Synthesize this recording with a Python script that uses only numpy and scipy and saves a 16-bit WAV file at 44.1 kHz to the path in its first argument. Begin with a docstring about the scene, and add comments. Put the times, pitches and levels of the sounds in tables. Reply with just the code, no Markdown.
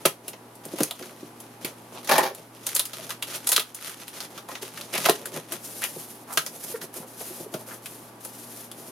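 """A small, dry room: a taped cardboard parcel is opened by hand on a desk, over equipment fans and a mains hum.
The plastic pouch on its lid rips and crinkles, tape snaps, the box knocks, and the flaps slide and crack at a fold.
Noise bursts make the snaps, random slips the friction and rip, damped sines the knocks, a sagging tone the creak.
Filters shape them as film, card and box; filtered noise and wavering sines make the equipment."""
import sys
import numpy as np
from scipy import signal
from scipy.fft import rfft, irfft
from scipy.io import wavfile
from scipy.ndimage import uniform_filter1d

SR = 44100
rng = np.random.default_rng(int(sys.argv[2]) if len(sys.argv) > 2 else 0)


def dump(signal):
    """Clip the signal to [-1, 1] and save it as 16-bit WAV at the path in sys.argv[1]."""
    limited = np.clip(np.atleast_2d(signal).T, -1, 1)
    pcm = np.round(limited * 32767).astype(np.int16)
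    wavfile.write(sys.argv[1], SR, pcm)


N = 392921
TIME = np.arange(N) / SR
LEFT_RIGHT = np.array([[1], [-1]])


def undb(db):
    """Decibels to gain."""
    return 10 ** (np.asarray(db) / 20)


def unit(x):
    """Scale to rms 1."""
    return x / np.sqrt(np.mean(x ** 2))


def unit_peak(x, size=176):
    """Scale so that the loudest `size` samples have rms 1."""
    power = np.mean(np.atleast_2d(x) ** 2, axis=0)
    return x / np.sqrt(uniform_filter1d(power, size).max())


def add(out, sound, start_s):
    """Mix a sound in at a time."""
    start = max(int(start_s * SR), 0)
    out[..., start:start + sound.shape[-1]] += sound[..., :N - start]


def through(x, response):
    """Pass one or two channels through an impulse response."""
    return signal.oaconvolve(np.atleast_2d(x), np.atleast_2d(response), axes=1)[:, :x.shape[-1]]


def band(x, hz, kind, order=2):
    """Butterworth filter."""
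    return signal.sosfilt(signal.butter(order, hz, kind, fs=SR, output="sos"), x)


def resonate(x, hz, q):
    """One resonance with gain 1 at its centre."""
    return signal.lfilter(*signal.iirpeak(hz, q, fs=SR), x)


def colour(points, size=512):
    """Causal (minimum-phase) impulse response with the given spectrum."""
    hz, db = np.transpose(points)
    bin_hz = np.maximum(np.arange(size // 2 + 1) * SR / size, 1)
    gain = undb(np.interp(np.log(bin_hz), np.log(hz), db))
    cepstrum = irfft(np.log(gain))
    cepstrum[1:size // 2] *= 2
    cepstrum[size // 2 + 1:] = 0
    return irfft(np.exp(rfft(cepstrum)))


def spread(mid, side, width, corner_hz=750):
    """Two channels that share the bass and differ in the treble."""
    return mid + width * band(side, corner_hz, "high") * LEFT_RIGHT


def walk(rate_hz):
    """Smooth random wandering with a spread near 1."""
    k = int(SR / rate_hz)
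    steps = np.repeat(rng.standard_normal(N // k + 1), k)
    return 1.38 * uniform_filter1d(uniform_filter1d(steps, k), k)[:N]


def swell(start_s, rise_s, fade_s):
    """A straight rise, then an exponential fade."""
    t = TIME - start_s
    return np.clip(t / rise_s, 0, 1) * np.exp(-np.clip((t - rise_s) / fade_s, 0, 60))


def stroke(start_s, length_s, roundness):
    """A push that swells and dies away again; the rounder, the gentler its ends."""
    phase = (TIME - start_s) / length_s
    during, out = (phase > 0) & (phase < 1), np.zeros(N)
    out[during] = np.sin(np.pi * phase[during]) ** roundness
    return out


def grains(rate_hz, scatter_db, width):
    """Tiny slips at random moments and places, most weak and a few strong."""
    size = undb(scatter_db * np.minimum(rng.exponential(size=N), 4))
    slips = (rng.random(N) < rate_hz / SR) * size * rng.choice([-1, 1], N)
    return spread(slips, slips * rng.standard_normal(N), width)


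# box resonances: (frequency [Hz], bandwidth [Hz], weight [dB])
BOX_MODES = [(159.4, 38, -3.5), (271.5, 32, -2), (374, 87, -1), (445, 81, 1), (600, 171, -1),
             (759, 88, -2.5), (843, 122, -3), (1035, 82, 1), (1063, 56, 1), (1270, 70, -8),
             (1830, 260, -3.5), (1917, 79, -0.5), (2340, 78, -1), (2540, 130, -5)]


def box_ring(lowest_hz=130, size=2048):
    """The box's answer to a tap: damped modes of alternating sign, kept above a lowest frequency."""
    t = np.arange(size) / SR
    out = np.zeros(size)
    for k, (hz, width_hz, db) in enumerate(BOX_MODES):
        decay = np.exp(-np.pi * width_hz * t)
        out += (-1) ** k * undb(db) * width_hz * decay * np.cos(2 * np.pi * hz * t)
    return band(out, lowest_hz, "high")


# fan spectrum: (frequency [Hz], level [dB])
FAN_SPECTRUM = [(25, -15), (45, -24), (75, -11.5), (110, -10.5), (170, 2.5), (300, 6.5), (550, 0.5),
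                (900, -2), (1300, -6), (2200, -12.5), (4000, -17), (7800, -20.5), (11300, -13),
                (16000, -30)]
# mains and blade tones: (frequency [Hz], rms level before hum_db [dB])
HUM_TONES = [(118, -58), (237.8, -59), (812, -63), (880, -63.5), (698, -65.5), (974, -66), (1152, -66.5)]


def equipment(fan_db=-48, hum_db=-1, waver_db=1.5):
    """Steady fan noise with slightly wavering mains and blade tones."""
    noise = spread(*rng.standard_normal((2, N)), width=0.77)
    air = through(noise, colour(FAN_SPECTRUM, size=8192))
    tones = np.zeros(N)
    for hz, db in HUM_TONES:
        level = undb(db + waver_db * walk(3.46)) * np.sqrt(2)
        tones += level * np.sin(2 * np.pi * hz * TIME + 0.5 * walk(3.3))
    return undb(fan_db) * unit(air) + undb(hum_db) * tones


def room(x, t60_s=0.17, wet_db=-9.0, delay_s=0.005, size=16384):
    """Close walls and shelves give a short, dense tail of decaying noise."""
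    t = np.arange(size) / SR
    diffuse = spread(*rng.standard_normal((2, size)), width=0.68)
    tail = diffuse * (t > delay_s) * np.exp(-np.log(1000) * t / t60_s)
    return x + undb(wet_db) * through(x, unit(tail) / np.sqrt(size))


CREAK_S, CREAK_LENGTH_S, CREAK_HZ, CREAK_DB, CREAK_SAG_HZ_PER_S = 6.736, 0.027, 468, -26, 700


def creak(overtone_db=-17):
    """A flap's fold sticks and slips: a short, nearly pure tone whose pitch sags as it lets go."""
    hz = CREAK_HZ - CREAK_SAG_HZ_PER_S * np.clip(TIME - CREAK_S, 0, CREAK_LENGTH_S)
    phase = 2 * np.pi * np.cumsum(hz * (1 + 0.0205 * walk(160))) / SR
    overtones = sum(np.sin(k * phase) / np.sqrt(k) for k in (2, 3, 4))
    tone = np.sin(phase) + undb(overtone_db) * overtones
    return unit(tone) * undb(CREAK_DB) * stroke(CREAK_S, CREAK_LENGTH_S, roundness=1.9)


# fingers and card edges on card: (middle [s], half length to 1/e [s], level [dB], pitch [Hz])
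SCRAPES = [(1.976, .022, -40.5, 870), (1.978, 0.017, -41, 2870), (4.959, 0.021, -28.5, 2260),
           (5.364, 0.014, -40, 1620), (5.66, 0.022, -39, 9000), (5.843, 0.02, -30.5, 2070),
           (6.321, 0.034, -39.5, 930), (6.337, 0.011, -32, 10200), (6.759, 0.0067, -40, 1490),
           (7.035, 0.028, -45.5, 630), (7.217, 0.013, -38.5, 510), (7.712, 0.034, -43.5, 1320)]


def scrapes(q=1.07):
    """An edge judders across card, swelling and fading in one broad resonance."""
    slips = grains(rate_hz=900, scatter_db=1.5, width=0.52)
    out = np.zeros((2, N))
    for middle_s, half_s, db, hz in SCRAPES:
        near = np.abs(TIME - middle_s) < 3 * half_s
        press = np.exp(-((TIME[near] - middle_s) / half_s) ** 2)
        rasp = resonate(resonate(slips[:, near], hz, q), hz, q)
        out[:, near] += undb(db) * press * unit(rasp)
    return out


def wall_swing(hz, t60_s, rise_s=0.00098, size=8192):
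    """A cardboard panel swings for a few cycles."""
    t = np.arange(size) / SR
    envelope = (1 - np.exp(-t / rise_s)) * np.exp(-np.log(1000) * t / t60_s)
    return unit_peak(np.sin(2 * np.pi * hz * t) * envelope)


# blows on the walls: (time [s], wall level [dB], wall pitch [Hz], t60 [s], box body above wall [dB])
KNOCKS = [(0.053, -17, 566, 0.081, 2.5), (0.657, -42, 290, 0.071, 7.5), (0.736, -27.5, 324, 0.035, -8),
          (0.804, -18, 305, .06, -2), (1.01, -37.5, 362, 0.12, 4), (1.229, -33.5, 292, 0.05, -7),
          (1.645, -32.5, 263, 0.075, 0.5), (2.31, -38, 403, .11, 6), (2.758, -36, 560, .044, -4),
          (2.993, -38, 640, 0.072, -6), (3.576, -33, 438, .06, 6), (4.524, -43, 376, .06, 3),
          (4.623, -40.5, 406, 0.055, 3), (4.95, -38.5, 650, 0.053, 6), (5.056, -26, 685, 0.04, -1),
          (5.087, -12, 694, 0.039, -12), (5.096, -8, 395, 0.022, -10), (5.526, -37, 350, .044, 0.5),
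          (5.96, -39.5, 370, 0.048, 6), (6.372, -26.5, 637, 0.028, -3.5), (7.306, -39.5, 366, .07, -4),
          (7.4, -41, 340, .12, 4), (7.461, -39, 420, 0.046, 0), (7.541, -26, 626, 0.04, -1.5)]
# box bumps on the desk: (time [s], level [dB])
THUDS = [(0.056, -40), (0.811, -29), (4.983, -30), (5.096, -19), (6.999, -39), (7.543, -28)]


def knocks(soft_hz=520, lowest_hz=130, thud_hz=180, thud_t60_s=0.031, contact_s=0.003, size=8192):
    """The struck wall swings and sets the rest of the box going; now and then its base thuds on the desk."""
    out, t = np.zeros((2, N)), np.arange(size) / SR
    body = band(box_ring(), soft_hz, "low", order=3)
    for s, db, hz, t60_s, body_db in KNOCKS:
        blow = rng.standard_normal(size) * np.exp(-t / contact_s)
        rest = unit_peak(through(blow, body))
        add(out, undb(db) * (wall_swing(hz, t60_s) + undb(body_db) * rest), s)
    for s, db in THUDS:
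        add(out, undb(db) * wall_swing(thud_hz, thud_t60_s), s)
    return band(out, lowest_hz, "high", order=3)


# crack of snaps, friction, buckling facets and ripping pouch: (frequency [Hz], level [dB])
CRACK_SPECTRUM = [(600, -26), (1200, 7.5), (1800, 5.5), (3300, 7), (4800, 4.5), (6500, 5.5), (10000, -20)]


def friction(crinkle, hiss, drag, hiss_spectrum, coarse):
    """Sparse creases (power share `coarse`) and fine fibres crinkle, hiss and shake the box, pressed unsteadily."""
    coarse = np.clip(coarse, 0, 1)
    creases = unit(grains(rate_hz=380, scatter_db=4.8, width=0.3))
    pressure = undb(2.7 * walk(60))
    box = band(box_ring(), 670, "low")
    parts = (colour(CRACK_SPECTRUM), crinkle), (colour(hiss_spectrum), hiss), (box, drag)
    out = 0
    for response, gain in parts:
        fibres = unit(grains(rate_hz=12000, scatter_db=3, width=0.51))
        slips = (np.sqrt(coarse) * creases + np.sqrt(1 - coarse) * fibres) * pressure
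        out = out + gain * unit(through(slips, response))
    return out


# card-on-card hiss: (frequency [Hz], level [dB])
CARD_HISS_SPECTRUM = [(2000, -22), (4500, -2.5), (7000, 1), (8000, -1), (9300, 5.5), (11500, 7),
                      (13500, 1.5), (15000, -2), (16000, -18)]
# flap pushes: (start [s], length [s], push level [dB], box drag above push before drag_db [dB])
SLIDES = [(5.58, 0.46, -39.5, -9), (5.984, 0.26, -46.5, -14), (6.271, 0.16, -40.5, -8),
          (6.41, 0.16, -43, -2), (6.559, 0.23, -38.5, -8), (6.807, 0.053, -38, -1), (6.928, 0.12, -40, -3),
          (7.06, 0.44, -44, -8), (7.158, 0.14, -49, -29), (7.36, 0.1, -51, 6), (7.502, 0.16, -50, 5.5),
          (7.661, .13, -42, -3), (7.818, 0.19, -45, -7), (7.998, 0.12, -50.5, -2), (8.202, 0.26, -45, -13),
          (8.415, 0.28, -44, -6.5), (8.713, 0.26, -48, -3)]


def flaps(roundness=0.51, rasp_db=-9, hiss_db=0, drag_db=-2):
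    """Bare card flaps slide over each other with a fine, smooth hiss that swells and fades with each push."""
    force, drag = np.zeros((2, N))
    for s, length_s, db, drag_above_db in SLIDES:
        push = undb(db) * stroke(s, length_s, roundness)
        force, drag = force + push, drag + undb(drag_above_db) * push
    rasp, hiss = undb(rasp_db) * force, undb(hiss_db) * force
    return friction(rasp, hiss, undb(drag_db) * drag, CARD_HISS_SPECTRUM, coarse=0.07)


# film sizzle of the snaps, the buckling facets and the ripping pouch: (frequency [Hz], level [dB])
SIZZLE_SPECTRUM = [(2500, -49.5), (5000, -8), (7000, -4), (7900, -4), (9500, 1), (11500, 0.5),
                   (14000, -6.5), (16000, -16.5)]


def buckles(force, per_s=32, above_db=5, scatter_db=4, low_hz=1100, high_hz=5500, fade_s=0.0026, q=3, size=1024):
    """Small facets of the film pop over at random, each with its own pitch, louder the harder the fingers press."""
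    out, t = np.zeros((2, N)), np.arange(size) / SR
    noise = spread(*rng.standard_normal((2, N)), width=0.72)
    noise = through(noise, colour(CRACK_SPECTRUM) + colour(SIZZLE_SPECTRUM))
    facets = 1000
    for when, pitch, strength, chance in rng.random((facets, 4)):
        at = int(when * (N - size))
        if chance < per_s * N / SR / facets:
            burst = noise[:, at:at + size] * np.exp(-t / fade_s)
            pop = resonate(burst, low_hz * (high_hz / low_hz) ** pitch, q)
            gain = undb(above_db + scatter_db * (2 * strength - 2.5))
            add(out, unit_peak(pop) * force[at] * gain, at / SR)
    return out


# film hiss: (frequency [Hz], level [dB])
FILM_HISS_SPECTRUM = [(2000, -27.5), (4500, 1), (7000, 6), (7900, 2.5), (9000, 7), (11000, 8), (13000, 2.5),
                      (15000, 0), (16000, -25)]
# fingers bunching film: (start [s], length [s], grip level [dB], box drag above grip before drag_db [dB])
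CRUMPLES = [(0.0, 0.11, -49, 4), (0.234, 0.084, -53, 11), (0.635, 0.18, -49.5, 3), (0.756, 0.12, -38.5, 1),
            (0.949, 0.17, -47.5, 2), (1.129, 0.15, -55, 1), (1.36, .18, -60.5, 0), (1.607, 0.097, -47.5, 4),
            (1.77, 0.14, -63, 0), (1.92, 0.084, -48.5, 7), (2.029, 0.2, -46, 0), (2.34, 0.12, -55, 7),
            (2.525, 0.2, -55, 1), (2.628, 0.15, -46, -11), (2.74, 0.22, -46.5, -22),
            (2.933, 0.23, -43.5, -1.5), (3.268, 0.098, -37, -4.5), (3.4, 0.3, -44.5, -11),
            (3.761, 0.17, -38.5, -10.5), (3.966, 0.18, -49, -7), (4.131, 0.12, -42.5, -4),
            (4.299, .11, -49, 2), (4.479, 0.13, -47.5, -2.5), (4.612, 0.058, -40.5, -3.5),
            (4.714, 0.22, -46.5, 0), (4.925, 0.23, -34, -2), (5.153, 0.19, -47.5, 7.5),
            (5.311, 0.09, -43.5, 5), (5.439, 0.066, -54, -2), (5.507, 0.066, -43.5, -0.5)]


def film(attack_s=0.005, release_s=0.021, arch_db=4.5, crinkle_db=0, hiss_db=0, drag_db=-2, resting_db=-73):
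    """Fingers grip, press hardest halfway and let go; the film crinkles in sparse grains and ticks faintly at rest."""
    force, drag = np.full(N, undb(resting_db)), np.zeros(N)
    for s, length_s, db, drag_above_db in CRUMPLES:
        t = np.arange(int((length_s + 6 * release_s) * SR)) / SR
        arch = undb(arch_db * (np.sin(np.pi * np.minimum(t / length_s, 1)) - 1))
        let_go = np.exp(-np.maximum(t - length_s, 0) / release_s)
        grip = arch * np.minimum(t / attack_s, 1) * let_go
        add(force, undb(db) * grip, s)
        add(drag, undb(db + drag_above_db) * grip, s)
    crinkle, hiss = undb(crinkle_db) * force, undb(hiss_db) * force
    rubbing = friction(crinkle, hiss, undb(drag_db) * drag, FILM_HISS_SPECTRUM, coarse=0.46)
    return rubbing + buckles(force)


# tugs on the pouch: (start [s], pull level [dB], film sizzle above pull [dB])
TUGS = [(2.086, -21.5, -14), (2.107, -14.5, -5), (2.147, -19.5, -8), (2.176, -19.5, -26), (2.222, -23, -6),
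        (2.251, -30, -8.5)]
TUG_RISE_S, TUG_FADE_S = 0.013, 0.026


def rip(lowest_hz=190, highest_hz=1900, drum_hz=950, drum_db=1, crack_db=1):
    """Tugged glue lets go in dense slips that shake the lid, drum in the taut pouch and crackle in its film."""
    pull, sizzle = np.zeros((2, N))
    for s, db, sizzle_db in TUGS:
        tug = undb(db) * swell(s, TUG_RISE_S, TUG_FADE_S)
        pull, sizzle = np.hypot(pull, tug), np.hypot(sizzle, undb(sizzle_db) * tug)
    slips = grains(rate_hz=1300, scatter_db=1.5, width=0.51)
    lid = unit(band(through(slips, box_ring()), [lowest_hz, highest_hz], "band"))
    drum = unit(resonate(slips, drum_hz, q=3))
    crackle = unit(through(slips, colour(CRACK_SPECTRUM)))
    pouch_film = unit(through(slips, colour(SIZZLE_SPECTRUM))) + undb(crack_db) * crackle
    return band(pull * (lid + undb(drum_db) * drum) + sizzle * pouch_film, 124, "high")


# tape, film and card snapping; part levels are before crack_db, card_db and film_db:
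# (time [s], crack level [dB], card ring above crack [dB], film sizzle above crack [dB],
#  sheet pitch [Hz], flutter drive above release [dB])
SNAPS = [(0.0532, -15.5, -3.5, -10, 1840, 3), (0.0573, -15, -27, 4, 2450, -13),
         (0.281, -35, -24, 9, 2960, -6), (0.3322, -38.5, -2, -9, 1850, 21),
         (0.553, -64, -10, 18.5, 4000, -1), (0.654, -47, -8, 12.5, 1500, -12.5),
         (0.7852, -33.5, 1, 1, 2110, 1), (0.8057, -26.5, -25, 1, 1370, -13),
         (0.834, -23.5, -7, 8.5, 4650, -21.5), (0.9105, -25, -9, -2.5, 3320, -17),
         (1.026, -36, -24, -9, 1450, -10), (1.402, -50, 3, 11.5, 3050, -1), (1.6469, -27, -13, 0, 2200, 10),
         (2.046, -42, -9, 3, 4360, -6), (2.075, -31, -10, -5, 5500, -3), (2.093, -21, -15, -1.5, 2340, -2),
         (2.1814, -15.5, 5.5, 1, 1770, -9.5), (2.349, -42.5, -13, 8.5, 3770, -10),
         (2.6675, -26, -12, 5.5, 5400, -12), (2.691, -33.5, -24, 2.5, 4270, -19),
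         (2.7513, -34, -4, 17.5, 4900, -13), (2.7634, -21.5, -15, 6, 4000, -12),
         (2.795, -18, -12.5, 6, 3820, -11.5), (2.854, -32.5, -25, 6, 5000, -9),
         (2.933, -31.5, -6, -1.5, 4100, 6), (3.0935, -33.5, -2, 1, 1200, -4),
         (3.105, -27, -24, -2, 1090, -4), (3.2251, -24, -13.5, -2.5, 3040, -10),
         (3.3564, -41, -3.5, 11, 4340, -4), (3.472, -25.5, -7.5, 9, 4000, -9),
         (3.4901, -24.5, -6, 10, 4960, 4), (3.5194, -19, -6, 5.5, 5070, -18),
         (3.5276, -18.5, -26, 3.5, 3950, 5), (3.5642, -8.5, -26, -2.5, 3600, -17.5),
         (3.579, -13.5, -17, -9, 1200, -21), (3.5963, -18, -15, -2.5, 3480, -12),
         (3.7471, -39.5, -10, 12, 4700, -9), (3.8953, -34.5, -11, 2.5, 1440, -8),
         (4.0177, -41, -3, -14, 1220, 8), (4.0809, -36.5, -17, 2, 2980, -10),
         (4.2042, -29, -10, -4, 4580, -5), (4.377, -35.5, -19, -7, 1240, 7),
         (4.4881, -39.5, 7, 0, 1290, -10), (4.5158, -37.5, 0, -9, 1260, -9),
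         (4.5526, -31, -9, -14, 1970, 2), (4.6256, -38.5, 2, 3.5, 2900, -12),
         (4.775, -34, -26, -7, 1670, -11), (4.812, -34, -21, -2, 4000, -19),
         (4.9521, -24.5, -3, -3, 2300, -7), (4.9796, -23.5, -4.5, 0.5, 2290, -12),
         (5.053, -18.5, -10, -11, 2270, -4), (5.0595, -13, -2.5, -5.5, 1930, -16),
         (5.0868, -18.5, 5, -3, 1360, 7), (5.0961, -12.5, -13, -1, 3030, -15.5),
         (5.257, -29.5, -24, 3.5, 1510, -9), (5.5213, -30.5, -6, 5, 1810, 1),
         (5.8201, -32.5, -11, 1, 2030, -16), (5.8397, -24.5, -9, 3, 2790, -12),
         (6.3735, -13, -19, -4, 1360, 17), (6.4626, -27, -9.5, -1, 5400, 8),
         (6.7151, -53, -15, 12, 1430, -1), (6.8148, -35, -9, -5, 1620, -11),
         (6.941, -44.5, -12, 8.5, 1730, -7), (7.5392, -31.5, -12, -2, 1230, 7),
         (7.859, -35, -29, 2, 2520, -8), (8.2493, -42, 1, 11, 1140, -2), (8.7156, -40.5, -13, 5, 3320, -15)]


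def snaps(flutter_s=0.011, desk_s=0.004, desk_db=-5, strain_s=0.0019, strain_db=-13, sheet_db=4,
          crack_db=-1, card_db=-2, film_db=-1, lead_s=0.008, crack_s=0.00045, sheet_q=3.5, size=4096):
    """A sheet strains, lets go with a crack that bounces off the desk, and flutters; the box rings along."""
    out, t = np.zeros((2, N)), np.arange(size) / SR - lead_s
    crack, sizzle = colour(CRACK_SPECTRUM), colour(SIZZLE_SPECTRUM)
    card = band(box_ring(), [520, 1600], "band")
    strain = undb(strain_db) * (t <= 0) * np.exp(-np.abs(t) / strain_s)
    release = (t > 0) * np.exp(-np.abs(t) / crack_s)
    bounce = undb(desk_db) * (t > desk_s) * np.exp(-np.abs(t - desk_s) / crack_s)
    for s, db, ring_db, sizzle_db, hz, flutter_db in SNAPS:
        tick, mid, side = rng.standard_normal((3, size))
        flutter = undb(flutter_db) * (t > 0) * np.exp(-np.abs(t) / flutter_s)
        push = tick * (strain + release + bounce) + flutter * spread(mid, side, width=0.55)
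        sheet = crack + undb(sheet_db) * resonate(crack, hz, sheet_q)
        parts = (sheet, crack_db), (card, card_db + ring_db), (sizzle, film_db + sizzle_db)
        sound = sum(undb(part_db) * unit_peak(through(push, response)) for response, part_db in parts)
        add(out, sound * undb(db), s - lead_s)
    return out


# where the hands work: (time [s], left minus right [dB])
HAND_PLACE = [(0, 0), (2.4, 0), (5.35, 0), (5.55, 2), (5.9, 1.5), (6.35, -0.5), (6.85, -1.5), (7.2, 2),
              (7.6, 0.5), (8.2, 2.5), (8.9, 1.5)]


def scene(lowest_hz=105):
    """Everything the parcel does, without deep bass, heard in the room over the equipment."""
    place_s, place_db = np.transpose(HAND_PLACE)
    pan_db = np.interp(TIME, place_s, place_db)
    handling = (snaps() + film() + flaps()) * undb(pan_db * LEFT_RIGHT / 2)
    parcel = handling + knocks() + rip() + scrapes() + creak()
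    return room(band(parcel, lowest_hz, "high", order=4)) + equipment()


def gain_control(x, threshold_db=-12, slope=0.23, release_db_per_s=25, attack_s=0.0043):
    """Loud peaks turn the gain down; it creeps back as the held peak level falls at the release rate."""
    recovery_db = release_db_per_s * TIME
    peak_db = 20 * np.log10(np.abs(x).max(axis=0) + 1e-9)
    held_db = np.maximum.accumulate(peak_db + recovery_db) - recovery_db
    pole = np.exp(-1 / (attack_s * SR))
    excess_db = signal.lfilter([1 - pole], [1, -pole], np.maximum(held_db - threshold_db, 0))
    return x * undb(-slope * excess_db)


def record(dry, ceiling=0.8, top_hz=16000):
    """The recorder ducks after loud cracks, rounds the highest peaks and cuts the top."""
    rounded = ceiling * np.tanh(gain_control(dry) / ceiling)
    return signal.sosfilt(signal.ellip(8, 0.2, 70, top_hz, fs=SR, output="sos"), rounded)


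dry = scene()
out = record(dry)
dump(out)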